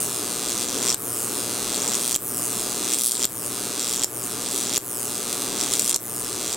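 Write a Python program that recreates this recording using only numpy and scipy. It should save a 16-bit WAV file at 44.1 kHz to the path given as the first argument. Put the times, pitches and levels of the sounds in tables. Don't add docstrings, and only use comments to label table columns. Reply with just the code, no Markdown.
import sys
import numpy as np
from scipy import signal
from scipy.fft import rfft, irfft
from scipy.io import wavfile
from scipy.ndimage import uniform_filter1d

SR = 44100
rng = np.random.default_rng(int(sys.argv[2]) if len(sys.argv) > 2 else 0)


def amplitude_ratio(level_db):
    exponent = np.asarray(level_db, float) / 20
    return 10 ** exponent


def unload_audio(sound):
    columns = np.transpose(np.atleast_2d(sound))
    steps = np.round(np.clip(columns, -1, 1) * 32767)
    wavfile.write(sys.argv[1], SR, steps.astype(np.int16))


N = 289296
STRIKE_HZ = 119.988
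FRAME = 512
FRAME_HZ = np.arange(FRAME // 2 + 1) * SR / FRAME
JW = 2j * np.pi * FRAME_HZ

# turbulence onset t/s, sputter before onset level/dB, tick strength/dB, background level/dB
CLIMBS = [
    (.47, -23, 0.5, -34),
    (1.72, -27, 1, -33),
    (2.84, -20, 1, -33.5),
    (3.78, -61, -0.5, -34.5),
    (4.4, -33, -0.5, -34),
    (5.56, -27, -.5, -35),
    (6.41, -18, -1.5, -35),
]
# t/s, peak level/dB, length/ms, last tick of the dying arc level/dB
SNAPS = [
    (.9445, -5, .85, -20),
    (2.1614, -4, .85, -26),
    (3.2533, -2, .45, -7),
    (4.0447, -3, .55, -6),
    (4.7781, -1, .55, -9),
    (5.9619, -4, .6, -8),
]
# t/s, half length/s, shortening/0-1, background change level/dB
FOLDS = [
    (2.084, 0.26, .4, -2.5),
    (3.065, 0.19, 0.81, -7),
    (3.92, 0.1, .3, -1.5),
    (4.57, 0.1, 0.37, -1),
    (5.373, 0.14, 0.22, -0.5),
    (5.868, 0.21, 0.5, -3),
]


def arc():
    # t/s, extra level/dB of single strikes
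    odd_strikes = [(0.8777, 2), (0.9278, 4.5), (2.1026, -3), (2.1279, 6), (2.1446, 3.5), (2.3292, -4),
                   (3.028, -8), (3.103, -8), (3.945, 0.5), (5.0544, 3), (5.3287, 5), (5.4206, 4.5),
                   (5.6117, 5), (5.7366, 4.5), (5.7945, 7.5), (1.9612, -2), (2.9862, 5.5), (3.1525, 5),
                   (5.8945, 4), (5.9194, -35.5), (5.9362, -13), (5.9447, 3)]
    foot_s = .00405
    grid = np.arange(int((N / SR - foot_s) * STRIKE_HZ)) / STRIKE_HZ + foot_s
    lead, peak_db, sputter_db, length = [column[:, None] for column in channel(grid - .001)]
    height, length = np.clip(lead, 0, 1.6), np.clip(length, 0, 1.6)
    chance = rng.standard_normal((len(grid), 11))
    swing = (-1.) ** np.arange(len(grid))[:, None]

    peak_db = peak_db + (0.43 + 0.22 * height) * chance[:, :1] - (0.13 + 0.11 * height ** 2) * swing
    for when, extra_db in odd_strikes:
        strike = np.argmin(abs(grid - lead[:, 0] / 1000 - when))
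        peak_db[strike] += extra_db
        sputter_db[strike] += 0.2 * extra_db
    for when, _, _, last_db in SNAPS:
        peak_db[np.argmin(abs(grid - .0013 - when))] = last_db

    early_ms = lead + .025 * swing + (.008 + .04 * height ** 2) * chance[:, 1:2]
    start = grid - early_ms[:, 0] / 1000
    patchy_db = 4.5 * uniform_filter1d(chance, size=12, axis=0) + .8 * chance
    paths = near_echoes(height, patchy_db[:, 3:])
    paths = paths + after_sparks(sputter_db, 2.6 * chance[:, 2:3], length)
    return lay(amplitude_ratio(peak_db + 7.0) * radiated_tick(height, length) * paths, start)


def near_echoes(height, patchy_db):
    echoes = [
        (.21, .95, 9, -26, .003),
        (.44, .06, -10, 1, -.008),
        (.43, .95, -5, -14, .008),
        (.75, .09, -12, 0, -.015),
        (.86, .88, -10, -5, .015),
        (1.44, .05, -15, 0, -.02),
        (1.8, .68, -18, -3, .02),
        (2.3, .65, -20, -2, -.02),
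    ]
    side = np.array([.5, -.5])[:, None, None]
    paths = np.exp(JW * side * 4e-6) * amplitude_ratio(side * 1.2 * np.tanh((FRAME_HZ - 6500) / 1500))
    rise = np.minimum(height ** .7, 1)
    for k, (delay, growth, foot_db, fade_db, lag) in enumerate(echoes):
        level_db = foot_db + fade_db * rise + patchy_db[:, k:k + 1]
        bright = np.where(growth > .5, FRAME_HZ ** 2 / (FRAME_HZ ** 2 + 4500 ** 2), 1)
        delay_ms = delay + growth * height / (1 + .3 * height) + side * lag
        paths = paths + amplitude_ratio(level_db) * bright * np.exp(-JW * delay_ms / 1000)
    return paths


def after_sparks(sputter_db, scatter_db, length):
    after = np.arange(FRAME) / SR
    dying = np.exp(-after / 0.0021) + 2.4 * np.exp(-after / 0.00036)
    dying = dying * (after > .00012) * (after < .009)
    sparks = rfft(rng.standard_normal((2, len(length), FRAME)) * dying)
    ring_hz = 8650 / (1 + 0.24 * length)
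    ring = 1 / (1 + 2.5j * (FRAME_HZ / ring_hz - ring_hz / (FRAME_HZ + 1)))
    level_db = 2.11 * (sputter_db + 15.5) - 24.5 + scatter_db
    return amplitude_ratio(level_db) * widened(sparks[0], 0.58 * sparks[1], FRAME_HZ) * (0.46 + ring)


def radiated_tick(height, length):
    # f/Hz, width/Hz, level/dB
    case_modes = [
        (2860, 430, -21),
        (3236, 536, 3),
        (7850, 1600, -26),
        (5210, 860, -9),
        (6170, 430, 4.5),
    ]
    shape = tick_shape(6500 / (1 + 4.26 * length), 10500 / (1 + 0.39 * length), 0.47, 17000 / (1 + 2.74 * length))
    modes = 1
    for mode_hz, width, db in case_modes:
        share = -0.36 if 5600 <= mode_hz <= 7500 else 1
        modes = modes + amplitude_ratio(db) * share * resonance(mode_hz, width)
    shielded = 0.76 / (1 + np.exp((height - .33) / .025))
    return shape * modes * (1 - shielded * resonance(4000, 2600))


def resonance(mode_hz, width):
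    return 1 / (1 + 1j * (FRAME_HZ ** 2 - mode_hz ** 2) / (FRAME_HZ + 1) / width)


def tick_shape(low_hz, peak_hz, damping, top_hz):
    low, s = JW / (2 * np.pi * low_hz), JW / (2 * np.pi * peak_hz)
    highpass = low ** 3 / (1 + low) / (1 + low + low ** 2)
    ring = s / (1 + damping * s + s ** 2)
    return highpass * ring / (1 + JW / (2 * np.pi * top_hz))


def channel(s):
    # t/s, level/dB, half length/s
    swells = [(.01, 4, 0.061), (0.614, 3, 0.042), (0.668, -5.5, 0.031), (0.803, -2, .05), (0.943, -26, .03),
              (1.9, -3, 0.15), (2.1, 0.5, 0.043), (2.136, -18, 0.018), (2.964, -3.5, 0.019),
              (2.982, -4, .025), (3.164, -10, 0.092), (5.617, 0.5, .06), (5.752, 1.5, 0.041),
              (3.998, -9.5, 0.038), (4.412, -1.5, .15), (4.688, -2, .08), (5.524, -0.5, 0.049),
              (5.824, -2.5, 0.11), (5.949, -14, 0.051)]
    foot_db, young_db, young_s = -43, -14.5, 0.19
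    (climb, age, _), (lead, strain) = climb_at(s), lead_ms(s)
    rough_s, calm_db, strength_db, _ = np.array(CLIMBS)[climb].T
    swell_db = sum(db * tent(s, when, half) for when, db, half in swells)

    peak_db = -10.5 + strength_db + 5 * lead - 19.5 * np.exp(-age / 0.068) + swell_db

    gliding_db = foot_db + (young_db - foot_db) * ramp(age, 0, young_s)
    gliding_db = gliding_db + (calm_db - young_db) * ramp(s, s - age + young_s, rough_s)
    rough_db = -19 + 3.0 * lead - 0.34 * swell_db + 3.5 * strain
    torn = ramp(s, rough_s - .04, rough_s + 0.01)
    sputter_db = (1 - torn) * gliding_db + torn * rough_db

    length = 1.13 * (1 - np.exp(-lead / 0.59))
    length = length - sum(share * tent(s, when, half) for when, half, share, _ in FOLDS)
    return lead, peak_db, sputter_db, length


def lead_ms(s):
    # t at full bow/s, lead gained/ms, build-up/s, share kept
    bow_events = [(.513, .2, .22, -.4), (.692, .2, .13, -.15), (.9, .55, .16, .25), (1.77, .22, .2, .55),
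                  (1.88, .32, .08, .5), (1.96, .12, .06, -3.6), (2.13, .4, .15, 1), (2.86, .13, .2, 1),
                  (2.94, .5, .08, .1), (3.02, .24, .06, 1), (3.12, .05, .05, -4.5), (3.62, .22, .35, 1),
                  (3.83, .33, .14, 1), (4.0, .15, .15, 1), (4.38, .2, .35, 1), (4.48, .39, .09, .46),
                  (4.58, .31, .09, .5), (5.15, .1, .3, 1), (5.345, .31, .17, .05), (5.635, .42, .13, 0),
                  (5.74, .3, .09, .4), (5.92, .4, .13, 1), (6.36, .35, .25, 1), (6.56, .35, .25, 1)]
    stretches = [.9, .2, .75, .55, .8, .4, 0]
    climb, age, left = climb_at(s)
    bows = strain = 0
    for when, ms, build, kept in bow_events:
        bow = ms * (climb == climb_at(when)[0])
        built, shorted = ramp(s, when - build, when) ** 2, ramp(s, when, when + .012)
        bows = bows + bow * (built - (1 - kept) * shorted)
        strain = strain + bow * (1 - kept) * built * (1 - shorted)
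    steady = 1.0 * age
    return steady + bows + np.array(stretches)[climb] * ramp(.01 - left, -.06, 0) ** 2, strain


def climb_at(s):
    breaks = np.array(SNAPS)[:, 0]
    feet = np.r_[-.27, breaks + .0155]
    climb = np.searchsorted(breaks + .004, s)
    return climb, np.maximum(s - feet[climb], 0), np.r_[breaks, 2 * N / SR][climb] - s


def ramp(s, start, end):
    return np.clip((s - start) / (end - start + 1e-6), 0, 1)


def tent(s, when, half):
    return np.clip(1 - abs(s - when) / half, 0, 1)


def lay(frames, start_s):
    margin = 16
    at = np.floor(start_s * SR).astype(int)
    w = 2 * np.pi * np.arange(FRAME // 2 + 1) / FRAME
    waves = irfft(frames * np.exp(-1j * w * (start_s * SR - at + margin)[:, None]), FRAME)
    out = np.zeros((2, N + 2 * FRAME))
    for side in range(2):
        np.add.at(out[side], at[:, None] + np.arange(FRAME), waves[side])
    return out[:, margin:N + margin]


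def snaps():
    # f/Hz, level/dB
    snap_ring = [
        (7700, 0),
        (11000, -11),
        (13300, -7),
        (14800, -12),
        (4600, -14),
        (6200, -11),
        (9300, -13),
        (3000, -18),
        (1500, -17),
        (700, -16),
    ]
    t, out = np.arange(400) / SR, np.zeros((2, N))
    for when, peak_db, length, _ in SNAPS:
        ring = 0
        for hz, db in snap_ring:
            level = amplitude_ratio(db + rng.normal(0, 1.5, (2, 1)))
            ring = ring + level * np.sin(2 * np.pi * hz * rng.normal(1, .03) * t)
        burst = (1 - np.exp(-t / .00006)) * np.exp(-np.maximum(t - length / 1000, 0) / .00025)
        at = round(when * SR)
        out[:, at:at + len(t)] += amplitude_ratio(peak_db - 4.0) * ring * burst
    return out


def workshop(x):
    # delay/ms, level/dB
    walls = [
        (3.35, -21),
        (5.3, -24),
        (10.2, -20),
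        (14.6, -28),
    ]
    t60, tail_db = 0.17, -37.5
    t = np.arange(int(.4 * SR)) / SR
    mid, side = amplitude_ratio(tail_db - 60 * t / t60) * rng.standard_normal((2, len(t))) * (t > .002)
    for delay, db in walls:
        mid[round(delay * SR / 1000)] += amplitude_ratio(db)
    hz = np.arange(len(t) // 2 + 1) * SR / len(t)
    answer = irfft(widened(rfft(mid), 0.96 * rfft(side), hz), len(t))
    answer = signal.sosfilt(signal.butter(1, 14000, fs=SR, output="sos"), answer)
    return x + signal.fftconvolve(x, answer, axes=1)[:, :N]


def widened(mid, side, hz):
    low, high = (hz / 5000) ** 2, (hz / 10500) ** 6
    sign = np.array([1, -1]).reshape(2, *[1] * mid.ndim)
    return mid + side * sign * low / (1 + low) / (1 + high)


def background():
    # f/Hz, level/dB per Hz
    fan = [(60, -50), (110, -24), (155, -21.5), (190, -5.5), (300, 1.5), (345, -3.5), (397, 0.5), (525, -7),
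           (790, -12), (1220, -8), (1900, -17.5), (4000, -21), (9000, -20.5), (16000, -48)]
    # f/Hz, level/dB per Hz
    rumble_spectrum = [(15, -30), (30, -10), (48, 0), (70, -15), (100, -0.5), (140, -3), (200, 0),
                       (400, -70)]
    overtones = [(2, -18), (3, -16.5), (4, -18.5), (5, -15.5), (6, -15), (7, -18), (10, -18.5)]
    t = np.arange(N) / SR
    level_db = background_db(t)
    lead = uniform_filter1d(lead_ms(t)[0], size=2000)
    steps = np.arange(0, N / SR, .15)

    hum = 0
    for k, db in overtones:
        wander_db = np.interp(t, steps, 0.9 * rng.standard_normal(len(steps)))
        phase = k * STRIKE_HZ * t + rng.random() + 0.23 * k ** .5 * lead
        hum = hum + amplitude_ratio(db + wander_db) * np.sin(2 * np.pi * phase)

    wander_db = np.interp(t, steps, 0.7 * rng.standard_normal(len(steps)))
    core_db = wander_db - 43.5 - 14.8 * np.minimum(lead, 1.2) + 1.06 * (level_db + 37)
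    core = amplitude_ratio(core_db) * np.sin(2 * np.pi * STRIKE_HZ * t)
    rumble = amplitude_ratio(-46.5 + 0.79 * (level_db + 34.5)) * air_noise(rumble_spectrum)
    return amplitude_ratio(level_db) * (air_noise(fan) + hum) + core + rumble


def background_db(s):
    # t/s, half length/s, level/dB
    roars = [
        (0.85, 0.14, 3.5),
        (1.89, 0.23, 2.5),
        (5.652, 0.51, 3),
    ]
    climb, age, _ = climb_at(s)
    duck_db = -7 * np.exp(-age / 0.13)
    folds_db = sum(db * tent(s, when, half) for when, half, _, db in FOLDS)
    roars_db = sum(db * tent(s, when, half) for when, half, db in roars)
    return np.array(CLIMBS)[climb, -1] + duck_db + folds_db + roars_db


def air_noise(spectrum):
    # f/Hz, left-right likeness/0-1
    likeness = [(30, .8), (60, 0.7), (130, 0.66), (290, 0.97), (640, 1), (1400, 0.82), (3000, 1),
                (8000, 0.13), (13000, 0.18)]
    # f/Hz, left minus right level/dB
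    leaning = [(60, -2), (180, 2.0), (550, 4.5), (1650, -1), (4970, 0), (15000, 18)]
    # f/Hz, left leads/rad
    phase_lead = [(25, 1.4), (60, 1.9), (130, 0.51), (260, 0.23), (700, -0.41), (1290, -0.21),
                  (2000, -0.65)]
    hz = np.arange(N // 2 + 1) * SR / N
    mid, side = rfft(rng.standard_normal((2, N)))
    alike, sign = np.clip(at_hz(likeness, hz), 0, 1), np.array([[1], [-1]])
    both = np.sqrt(1 + alike) * mid + np.sqrt(1 - alike) * side * sign
    both = both * amplitude_ratio(at_hz(spectrum, hz) + sign * at_hz(leaning, hz) / 2)
    noise = irfft(both * np.exp(.5j * sign * at_hz(phase_lead, hz)), N)
    return noise / noise.std()


def at_hz(points, hz):
    point_hz, value = np.array(points).T
    return np.interp(np.log(hz + 1), np.log(point_hz), value)


def scene():
    return workshop(arc() + snaps()) + background()


def band_limit(x):
    return signal.sosfilt(signal.butter(12, 16990, fs=SR, output="sos"), x)


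def record(dry):
    since = np.arange(N) / SR - np.array(SNAPS)[:, :1] - .0015
    clamp = np.sum(np.exp(-abs(since) / 0.03) * (since > 0), axis=0)
    dry = dry * amplitude_ratio(-4.0 * clamp)
    hiss = signal.sosfilt(signal.butter(2, 9000, "high", fs=SR, output="sos"), rng.standard_normal(N))
    dry = dry + amplitude_ratio(-60.0) * hiss
    rounded = np.tanh(dry / 1.5) * 1.5
    cut = signal.sosfilt(signal.cheby2(20, 45, 16200, fs=SR, output="sos"), rounded)
    return band_limit(cut)


dry = scene()
out = record(dry)
unload_audio(out)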